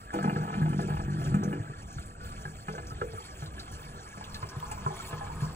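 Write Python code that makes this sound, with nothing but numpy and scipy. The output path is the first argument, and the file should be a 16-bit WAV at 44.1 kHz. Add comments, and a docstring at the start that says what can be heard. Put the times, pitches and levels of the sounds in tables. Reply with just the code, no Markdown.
"""Drain cable in a sewer pipe

Down an upright plastic pipe, a steel cable rattles against the wall for a second and a half, then
only bumps now and then; the air column rings with it. Water churns, gurgles and sprays at the
bottom throughout. Near the end it bubbles harder and the cable machine's whirr comes through."""
import sys
import numpy as np
from scipy import signal
from scipy.fft import rfft, irfft
from scipy.io import wavfile
from scipy.ndimage import map_coordinates

SR = 44100
rng = np.random.default_rng(int(sys.argv[2]) if len(sys.argv) > 2 else 0)


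def waveform_to_disk(signal):
    """Save audio, clipped to [-1, 1], as 16-bit WAV at the path in sys.argv[1]."""
    frames = np.transpose(np.atleast_2d(signal))
    scaled = np.clip(frames, -1, 1) * 32767
    samples = np.round(scaled).astype(np.int16)
    wavfile.write(sys.argv[1], SR, samples)


N = 244755
TIME = np.arange(N) / SR
TAPS = 16384  # samples in a one-shot


# the rattle's ride: t/s, boom level/dB, boom f/Hz, clatter level/dB
RATTLE_RIDE = [(0.14, -44, 190, -35.5), (0.28, -25.5, 196, -33.5), (0.41, -30, 154, -39.5),
               (0.5, -34, 163, -34.5), (0.56, -30, 193, -38), (0.68, -26, 191, -34.5),
               (0.73, -29, 182, -57), (0.82, -26.5, 181, -47), (0.92, -34, 152, -35), (1.0, -32, 147, -39),
               (1.14, -29, 144, -50), (1.3, -25, 143, -59), (1.39, -27.5, 202, -55), (1.48, -28, 182, -49),
               (1.56, -34.5, 139, -50)]
# dark EQ of the boom: f/Hz, level/dB
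BOOM_EQ = [(50, -34), (100, -1.5), (180, 5), (260, -6.5), (340, 2), (550, -37.5), (900, -64), (4000, -100)]
# hard, peaky EQ of the clatter: f/Hz, level/dB
CLATTER_EQ = [(150, 9), (330, 17), (550, -19), (850, 20), (1200, -4), (1700, -33), (2200, -10), (3000, -34),
              (5000, -6), (12000, -81)]
def rattle(pipe):
    """The cable's coils chatter on the wall: contacts boom and scrape, hard ones ring hollow."""
    boom_gain, _, clatter_gain = levels(RATTLE_RIDE)
    contacts, pushes = coil_knocks()
    grit = evened(impacts(per_s=150, spread_db=3.5))
    scrape = contacts + amp(-5) * grit + amp(-18) * rng.standard_normal(N)
    hard = sum(through(impacts(per_s=14, spread_db=1.5), hollow_ring(bright_db=-1, scatter_db=3))
               for spot in range(4))
    boom = amp(-6.5) * evened(through(pushes, pipe))
    boom += amp(-12) * evened(through(scrape, colour(BOOM_EQ), pipe))
    clatter = amp(-7) * evened(through(scrape, colour(CLATTER_EQ), pipe)) + amp(-9) * evened(hard)
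    return (boom * boom_gain + clatter * clatter_gain) * rattle_envelope()


def coil_knocks(per_s=46, uneven=0.15, spread_db=2.2):
    """Coils hit the wall one after another: sharp contacts, and soft pushes at the boom's pitch."""
    contacts, pushes = np.zeros(N), np.zeros(N)
    times, _, boom_hz, _ = np.transpose(RATTLE_RIDE)
    coils_passed = np.cumsum(per_s * (1 + uneven * drift(per_s=40))) / SR
    strength = amp(spread_db * drift(per_s=50))
    for at in np.flatnonzero(np.diff(np.floor(coils_passed)) > 0):
        contacts[at] = strength[at]
        hz = np.interp(at / SR, times, boom_hz)
        add(pushes, at / SR, strength[at] * air_push(hz, decay_s=0.0052))
    return evened(contacts), evened(pushes)


def rattle_envelope(start_s=0.129, end_s=1.59, attack_s=0.006, release_db_per_s=100):
    """The rattle snaps in, holds, then dies away."""
    attack = np.clip((TIME - start_s) / attack_s, 0, 1)
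    return attack * amp(-release_db_per_s * np.maximum(TIME - end_s, 0))


# single cable hits: t/s, clack level/dB, clack tilt/(dB per octave), thump level/dB, thump f/Hz
CABLE_HITS = [(0.139, -26, -4, -28.5, 202), (0.188, -21.5, -4, -41, 198), (0.243, -22, -7, -22.5, 226),
              (0.278, -33, 2, -23, 193), (0.296, -26.5, 4.5, -31, 208), (0.361, -27, -8, -20.5, 161),
              (0.411, -42, -11, -42, 192), (0.436, -34, -6, -40, 148), (0.479, -30, -4, -37, 190),
              (0.541, -28.5, 5.5, -41, 174), (0.569, -52, -2, -27.5, 200), (0.587, -43, -7, -33, 186),
              (0.616, -48, 0, -15.5, 166), (0.73, -29.5, -4.5, -28, 167), (0.792, -26, -6.5, -41, 191),
              (0.884, -30.5, -14, -44, 183), (0.901, -31.5, 2, -21.5, 150), (0.968, -33, 6, -37, 153),
              (1, -31, -4, -36, 157), (1.216, -31, -4, -42, 147), (1.261, -31.5, 3.5, -27, 147),
              (1.315, -38, -9.5, -23, 136), (1.343, -23.5, -1, -16, 184.6), (1.429, -26.5, -9, -24, 186.4),
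              (1.51, -37, -8, -35, 169), (1.528, -29.5, 2.5, -29, 145), (1.596, -51, -16, -26.5, 117),
              (1.695, -41, -15, -29, 124), (1.961, -56, 3, -30, 121), (2.452, -34, -10, -33, 145),
              (2.683, -23.5, 0, -29, 172), (2.78, -25.5, -1.5, -36, 153), (2.918, -35.5, -6, -32, 126),
              (3.015, -27.5, -3.5, -30.5, 86), (3.134, -35.5, -18, -35, 94), (3.422, -34.5, -3, -30, 141),
              (3.946, -39.5, -16, -42, 110), (4.173, -34, -4, -38, 172), (4.428, -29, 2, -32, 111),
              (4.565, -45, -21, -28, 126), (4.716, -33, 9, -42, 107), (4.861, -31, -7.5, -24, 132),
              (5.129, -27, -4.5, -28, 130), (5.421, -42, -9, -21.5, 139)]
# EQ of steel scuffing plastic: f/Hz, level/dB
SCUFF_EQ = [(150, -13), (350, 8), (550, 4), (850, 2.5), (1150, -6.5), (1700, -3.5), (2200, -16.5),
            (3000, -6), (4500, -34), (12000, -47)]
def cable_hits(pipe):
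    """The cable strikes: a hollow clack with a scuff of steel, and a soft thump down the pipe."""
    out, steel = np.zeros(N), colour(SCUFF_EQ)
    for s, clack_db, bright_db, thump_db, thump_hz in CABLE_HITS:
        scuff = through(noise_burst(decay_s=0.02), steel, pipe)
        ring = hollow_ring(bright_db, scatter_db=2.5)
        thump = through(air_push(thump_hz, decay_s=0.0073), pipe)
        add(out, s, amp(clack_db) * peaked(evened(ring) + amp(-7) * evened(scuff)))
        add(out, s, amp(thump_db - 1) * peaked(thump))
    return out


def air_push(hz, decay_s):
    """A soft, dying swing of air that takes a moment to build."""
    t = np.arange(TAPS // 4) / SR
    return np.sin(2 * np.pi * hz * t) * np.exp(-t / decay_s) * (1 - np.exp(-t * hz))


# hollow resonances of the pipe near its mouth: f/Hz, level/dB, t60/s
MOUTH_MODES = [(365, -14.5, 0.059), (393.7, -8, 0.15), (444.2, -9.5, 0.38), (481.8, -7, 0.43),
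               (692, 1.5, 0.098), (827, 4, 0.1), (1035, 6.5, 0.091), (1283, 8.5, 0.07), (1488, -1.5, 0.12),
               (1705, 4, 0.083), (1890, -20, 0.036), (2092, -7, 0.15), (2385, -8, 0.13), (2534, -8, 0.054),
               (2847, -8, 0.069)]
def hollow_ring(bright_db, scatter_db):
    """The pipe rings hollow near its mouth, tilted by bright_db an octave, a new balance each time."""
    hz, db, t60 = np.transpose(MOUTH_MODES)[:, :, None]
    t = np.arange(TAPS) / SR
    db = db + bright_db * np.log2(hz / hz.mean()) + scatter_db * rng.standard_normal(hz.shape)
    modes = amp(db - 60 * t / t60) * np.sin(2 * np.pi * hz * t)
    return modes.T @ rng.choice([-1, 1], len(hz))


# modes of the air column: f/Hz, least width/Hz, level/dB
AIR_MODES = [(108.8, 11, -1), (135.4, 38, -6.5), (155.1, 5.56, 8), (201.9, 5.6, 7.5), (239.4, 17, -1),
             (287, 6.4, 3), (329, 8.5, 1), (385.8, 13, 6), (441.3, 9, 7.5), (490, 11.5, 9), (530, 11, -1),
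             (568, 13, 1), (631, 9, 6.5), (691.4, 21.5, 6.5), (777.6, 21, 7), (826, 19, 4),
             (864.4, 22.6, 2.5), (954, 35, 1), (1020, 46, 7), (1189, 24.6, 19), (1310, 28, 4),
             (1362, 34.5, 10.5), (1440, 33, 1.5), (1522, 15, 7.5), (1590, 27, -7.5), (1670, 16.7, 11),
             (1834, 36, 5), (1985, 41, 0), (2000, 16.7, -6)]
def air_column(direct_db=-9):
    """The pipe's impulse response: the direct path plus the ring of its air."""
    hz, width, db = np.transpose(AIR_MODES)[:, :, None]
    # the open mouth lets high notes escape, so none of them rings for long
    width = np.maximum(width, hz / 34)
    detune = np.fft.rfftfreq(TAPS, 1 / SR) - hz
    modes = (amp(db) / (1 + 2j * detune / width)).sum(axis=0)
    return irfft(amp(direct_db) + modes)[:TAPS * 3 // 4]


# bubbles bursting out of the churn: t/s, level/dB, f/Hz, decay/cycles
PLOP_CUES = [(0.094, -40, 1630, 6), (0.105, -28.5, 1640, 3.8), (0.215, -37, 1570, 6.2),
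             (0.2274, -28, 1610, 11), (0.277, -25, 880, 5.7), (0.295, -33, 1620, 9.8),
             (0.36, -31, 1627, 11), (0.4115, -35, 1610, 8.3), (0.54, -31, 1710, 1.4),
             (0.628, -30, 1646, 5.1), (0.922, -39, 1640, 15), (1.093, -42, 1730, 6.2),
             (1.179, -47, 1630, 6.9), (1.226, -47, 1680, 7), (1.429, -41, 1550, 21), (1.551, -41, 1630, 8),
             (1.734, -42.5, 1720, 12), (1.3436, -44, 1670, 1.9), (1.984, -32.5, 1378, 3.2),
             (2.207, -43, 1470, 93), (2.454, -29.5, 1628, 23), (2.7513, -34.5, 1554, 11),
             (3.016, -23.5, 1334, 4.8), (3.013, -29, 1600, 9.1), (3.015, -40, 449.4, 74),
             (2.906, -37, 1294, 35), (3.1772, -33.5, 1227, 19), (3.202, -41, 880, 11),
             (3.5803, -38, 1674, 8.7), (3.993, -42.5, 1590, 12), (4.2105, -30, 880, 4.5),
             (4.35, -43, 1724, 22), (4.429, -29, 1040, 7.5), (4.627, -27, 1004, 13),
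             (4.712, -31.5, 858, 14), (4.776, -36, 1005, 18), (4.863, -19, 1038, 13),
             (4.863, -30, 1310, 14), (4.861, -36, 398, 19), (4.905, -30.5, 830, 8.2), (4.906, -42, 373, 15),
             (4.999, -32.5, 1337, 13), (5.11, -58, 2380, 18), (5.209, -39, 1706, 12),
             (5.21, -32.5, 810, 37), (5.262, -46, 2310, 32), (5.3, -31, 910, 28), (5.434, -31.5, 1010, 13)]
# wet EQ of the water: f/Hz, level/dB
WATER_EQ = [(100, 8), (160, 5.5), (280, 6), (440, -5), (700, -2.5), (1000, -9.5), (1600, -8), (2000, -19),
            (2500, -12), (3200, -13), (5000, -22.5), (12000, -61)]
def plops(pipe):
    """Single bubbles: the film bursts with a brief splash, and the bubble rings in the pipe."""
    out, wet = np.zeros(N), colour(WATER_EQ)
    for s, db, hz, cycles in PLOP_CUES:
        plop = amp(-11) * peaked(through(noise_burst(decay_s=0.0015, samples=TAPS // 2), wet))
        add(plop, 0, bubble(hz, cycles, rise=0.00074))
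        add(out, s, amp(db - 1) * peaked(through(plop, pipe)))
    return out


# throaty gulps: t/s, level/dB, f/Hz
GULP_CUES = [(0.142, -24, 333), (0.275, -28.5, 297), (0.812, -31, 367), (1.431, -36, 490),
             (1.528, -28.5, 317), (2.685, -37.5, 436), (2.738, -35, 510), (3.015, -26.5, 447),
             (5.131, -41.5, 476)]
def gulps(pipe):
    """A pocket of air collapses: a rough burst around one pitch that sets the pipe ringing."""
    out = np.zeros(N)
    for s, db, hz in GULP_CUES:
        throat = colour([(hz / 4, -40), (hz / 1.4, -15), (hz, 0), (hz * 1.4, -15), (hz * 5, -45)])
        add(out, s, amp(db) * peaked(through(noise_burst(decay_s=0.024), throat, pipe)))
    return out


# the deep rumble's ride: t/s, level/dB
RUMBLE_RIDE = [(0.0, -46.5), (0.4, -67), (0.75, -39), (1.3, -42.5), (1.6, -52), (1.95, -39.5), (2.2, -46),
               (2.45, -43.5), (2.63, -46), (2.85, -47), (3.0, -46.5), (3.3, -47.5), (3.85, -45.5),
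               (4.07, -51), (4.4, -47.5), (5.55, -45)]
# its bass-heavy EQ: f/Hz, level/dB
RUMBLE_EQ = [(15, -6.5), (35, -10), (60, -3), (100, -8.5), (160, -14.5), (250, -19.5), (500, -49),
             (3000, -101)]
def water(pipe):
    """Water churns at the bottom of the pipe: a lumpy rumble, and bubbles over a surging splatter."""
    lumps = rng.standard_normal(N) * amp(5 * np.tanh(drift(per_s=11)))
    rumble = amp(2) * levels(RUMBLE_RIDE)[0] * evened(through(lumps, colour(RUMBLE_EQ), pipe))
    splatter = evened(impacts(per_s=400, spread_db=2)) + amp(-3) * rng.standard_normal(N)
    churn = bubble_swarm(300, 4500, cycles=7, per_s=800, spread_db=2.8)
    churn += splatter * amp(2.7 * drift(per_s=14))
    gurgle = evened(through(churn, colour(WATER_EQ), pipe))
    return rumble + gurgle * churn_gain(level_db=-48.5, follows=0.25, stirred_db=4.5)


# how hard the water churns: t/s, level/dB
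CHURN_RIDE = [(0.0, -58), (0.08, -64.5), (0.15, -50.5), (0.45, -57.5), (0.82, -53), (1.2, -56),
              (1.27, -49.5), (1.65, -59), (2.02, -51.5), (2.17, -68.5), (2.25, -48), (2.62, -58.5),
              (2.7, -53.5), (3.08, -52.5), (4.42, -51), (4.58, -53), (4.8, -46), (5.55, -48)]
def churn_gain(level_db, follows, stirred_db, usual_db=-50, lag_s=0.06):
    """A water layer's fader: it follows the churn and lifts while the rattling cable stirs it."""
    churn_db = np.interp(TIME, *np.transpose(CHURN_RIDE)) - usual_db
    pole = np.exp(-1 / (lag_s * SR))
    stirred = signal.lfilter([1 - pole], [1, -pole], rattle_envelope())
    return amp(level_db + follows * churn_db + stirred_db * stirred)


# the bubbling swells towards the end: t/s, level/dB
BUBBLING_RIDE = [(0, -75), (4.1, -55.5), (4.45, -64), (4.85, -51), (5.3, -71), (5.55, -64)]
def bubbling(pipe):
    """A thick run of mid-sized bubbles that ring up the pipe."""
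    swarm = bubble_swarm(680, 1500, cycles=14, per_s=150, spread_db=2.4)
    return levels(BUBBLING_RIDE)[0] * evened(amp(3) * swarm + evened(through(swarm, pipe)))


def bubble_swarm(low_hz, high_hz, cycles, per_s, spread_db, sizes=90):
    """Bubbles of all sizes at random times, with even power per Hz."""
    out = np.zeros(N)
    draws = rng.random((sizes * 100, 3))[:int(per_s * N / SR)]
    shapes = [bubble(hz, cycles, rise=0.0026) * hz for hz in np.geomspace(low_hz, high_hz, sizes)]
    for when, kind, rarity in draws:
        strength = amp(-spread_db * np.log(max(rarity, .02)))
        add(out, when * N / SR, shapes[int(kind * sizes)] * strength)
    return evened(out)


def bubble(hz, cycles, rise):
    """A dying tone whose pitch climbs as the bubble nears the surface."""
    age = np.arange(int(5 * cycles * SR / hz)) * hz / SR / cycles  # in decay times
    tone = np.sin(2 * np.pi * cycles * (age + rise * age ** 2 / 2))
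    return tone * np.exp(-age) * (1 - np.exp(-2 * cycles * age))


# spits of spray: t/s, level/dB, brightest f/Hz
SPIT_CUES = [(0.1364, -41, 7800), (0.227, -41.5, 7660), (0.69, -44, 8700), (0.813, -43, 6950),
             (1.343, -40.5, 7400), (1.435, -36, 6300), (1.82, -48, 6460), (1.926, -43.5, 6700),
             (1.994, -42.5, 7850), (2.059, -43.5, 9000), (2.245, -45, 3600), (2.29, -48, 9150),
             (2.724, -43, 5330), (2.75, -45.5, 6600), (2.869, -38, 5570), (2.899, -42.5, 5300),
             (3.169, -53, 6500), (3.459, -41, 3840), (3.594, -33.5, 4200), (3.715, -45, 9900),
             (3.739, -41, 5600), (3.96, -78.5, 8000), (4.166, -50, 9600), (4.24, -35, 3430),
             (4.344, -28.5, 4160), (4.42, -45, 4000), (4.489, -38.5, 5450), (4.714, -34.5, 7740),
             (4.963, -40.5, 8500)]
def spits():
    """Short spits of spray reach up the pipe, each bright at the pitch of its droplets."""
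    out = np.zeros(N)
    for s, db, hz in SPIT_CUES:
        wet = colour([(hz / 6, -30), (hz / 1.45, -13), (hz, 0), (hz * 1.38, -13), (hz * 4, -30)])
        add(out, s, amp(db - 1) * peaked(through(echoes(decay_s=0.014), wet)))
    return out


# bright EQ of the spray: f/Hz, level/dB
SPRAY_EQ = [(1200, -15), (2400, 9), (3300, 7), (4200, 3.5), (5500, 1.5), (6500, 1.5), (7800, 0.5),
            (9500, -1), (12000, -3), (15500, -6.5)]
def spray():
    """Splashing droplets and tiny bubbles, smeared by the walls, over a fine fizz."""
    edges_hz = np.geomspace(1800, 16000, 9)
    splashes = evened(sum(droplets(low, high) for low, high in zip(edges_hz, edges_hz[1:])))
    tinkle = amp(-5) * bubble_swarm(2400, 13000, cycles=9, per_s=600, spread_db=3.2)
    direct = (splashes + tinkle) * amp(2.3 * drift(per_s=12))
    smear = amp(-4) * through(direct, echoes(decay_s=.008))
    fizz = amp(-10) * rng.standard_normal(N)
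    mist = evened(through(direct + smear + fizz, colour(SPRAY_EQ)))
    return mist * churn_gain(level_db=-55, follows=0.71, stirred_db=1.5)


def droplets(low_hz, high_hz):
    """Droplets of one size: dense, and landing in their own clumps."""
    drops = evened(impacts(per_s=1200, spread_db=3)) * amp(8.5 * np.tanh(drift(per_s=40)))
    return signal.sosfilt(signal.butter(2, [low_hz, high_hz], "band", fs=SR, output="sos"), drops)


# the cable machine outside fades up late: t/s, level/dB
MACHINE_RIDE = [(0, -71), (4.0, -58), (4.4, -47), (4.8, -44.5), (5.25, -40), (5.55, -46)]
# EQ of its whirr: f/Hz, level/dB
WHIRR_EQ = [(80, 1), (140, 15.5), (250, -8), (400, -16), (550, -3), (850, 6), (1100, 5), (1700, -12.5),
            (2100, -24), (3000, -22), (5000, -19), (14000, -53)]
def machine():
    """The machine's uneven whirr, with a hollow ring from the pipe's mouth."""
    whirr = rng.standard_normal(N) * amp(2.8 * drift(per_s=40))
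    hollow = evened(through(whirr, hollow_ring(bright_db=-2.5, scatter_db=-1)))
    direct = evened(through(whirr, colour(WHIRR_EQ)))
    return levels(MACHINE_RIDE)[0] * amp(-7.5) * (direct + amp(-1) * hollow)


def click(at_s=4.6022, peak_db=-30):
    """One dry click, very close."""
    out = np.zeros(N)
    body = colour([(900, -8), (2000, 6), (3200, 8), (4300, 3),
                   (6000, -9), (8300, 0), (11000, -3), (15000, -4)])
    snap = signal.unit_impulse(TAPS // 4) + amp(-2) * echoes(decay_s=.0008)
    add(out, at_s, amp(peak_db) * peaked(through(snap, body)))
    return out


# EQ of the noise bed: f/Hz, level/dB
HISS_EQ = [(1000, 12), (4500, -31), (5600, -11), (6500, 0), (7700, 10.5), (8200, 14), (8700, 1.5),
           (9700, -24), (10500, -28), (15000, -64)]
def hiss():
    """A thin, steady hiss under everything."""
    return amp(-61.5) * evened(through(rng.standard_normal(N), colour(HISS_EQ)))


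# EQ of the rim's reflections: f/Hz, level/dB
RIM_EQ = [(100, -23), (900, -19), (2200, -7), (4500, -6), (8000, -11), (13000, -11)]
def rim(stems):
    """One side's reflections off the pipe's rim: each stem has its own paths, mostly in the treble."""
    return through(sum(through(stem, echoes(decay_s=.005)) for stem in stems), colour(RIM_EQ))


# stereo phase offset at full width: f/Hz, left lead/rad
LEFT_LEAD = [(20, 0), (130, -.25), (300, -.4), (550, -1), (1030, -2.5), (1460, -4.7), (1750, -5.4),
             (2700, -4.7), (3300, -4), (4900, -3.2), (6300, -1.3), (7670, 0), (8870, 0), (11500, 2.9),
             (12900, 3.3), (14800, 6.2)]
def stereo(x, width):
    """Turns left and right apart in phase; width stands for the direction of the source."""
    size = 16 * TAPS
    turn = np.exp(.5j * width * at_hz(LEFT_LEAD, np.fft.rfftfreq(size, 1 / SR)))
    return irfft(rfft(x, size) * np.array([turn, turn.conj()]))[:, :N]


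def echoes(decay_s):
    """Dense reflections between the walls, energy 1."""
    tail = noise_burst(decay_s, samples=TAPS // 4)
    return tail / np.linalg.norm(tail)


def noise_burst(decay_s, samples=TAPS):
    """White noise with an instant attack and a dying tail."""
    t = np.arange(samples) / SR
    return rng.standard_normal(samples) * np.exp(-t / decay_s)


def impacts(per_s, spread_db):
    """Clicks at random times: many small, a few large."""
    out = np.zeros(N)
    when, size, side = rng.random((N // 10, 3))[:int(per_s * N / SR)].T
    db = spread_db * np.minimum(-np.log(1 - size), 3.5)
    out[(when * N).astype(int)] = np.sign(side - .5) * amp(db)
    return out


def drift(per_s):
    """A random modulator of rms 1."""
    knots = rng.standard_normal(N // 100)
    return evened(map_coordinates(knots, [TIME * per_s], order=1, mode="wrap"))


def colour(eq):
    """Minimum-phase impulse response of an EQ curve (f/Hz, level/dB)."""
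    log_gain = np.log(amp(at_hz(eq, abs(np.fft.fftfreq(TAPS, 1 / SR)))))
    return np.fft.ifft(np.exp(np.conj(signal.hilbert(log_gain)))).real[:TAPS // 8]


def through(x, *responses):
    """Passes x through each impulse response in turn."""
    for response in responses:
        x = signal.oaconvolve(x, response)[:len(x)]
    return x


def at_hz(curve, hz):
    """Reads a curve on a log-frequency axis."""
    f, value = np.transpose(curve)
    return np.interp(np.log(hz + 1), np.log(f + 1), value)


def levels(ride):
    """One gain curve for each column after the time, read as dB."""
    s, *columns = np.transpose(ride)
    return [amp(np.interp(TIME, s, column)) for column in columns]


def add(mix, s, sound):
    """Mixes a sound in at time s."""
    part = mix[max(round(s * SR), 0):][:len(sound)]
    part += sound[:len(part)]


def amp(db):
    """Decibels to gain."""
    return 10 ** (np.asarray(db) / 20)


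def evened(x):
    """Scales to rms 1."""
    return x / np.sqrt(np.mean(x ** 2) + 1e-20)


def peaked(x):
    """Scales to peak 1."""
    return x / (abs(x).max() + 1e-20)


def scene():
    """The pipe's sounds wide, the machine narrow, the click dead centre."""
    pipe = air_column()
    bed = hiss()
    stems = [rattle(pipe) + cable_hits(pipe),
             water(pipe) + bubbling(pipe) + spits(),
             plops(pipe) + gulps(pipe) + spray(),
             bed]
    reflected = np.array([rim(stems) for side in range(2)])
    return stereo(sum(stems), width=1) + reflected + stereo(machine(), width=0.16) + click()


def record(dry):
    """Master EQ: a subsonic cut at 18 Hz and a steep high cut at 15.8 kHz."""
    dry = signal.sosfilt(signal.butter(2, 18, "high", fs=SR, output="sos"), dry)
    high_cut = signal.firwin(511, 15800, window=("kaiser", 9), fs=SR)
    return signal.oaconvolve(dry, high_cut[None], "same")


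dry = scene()
out = record(dry)
waveform_to_disk(out)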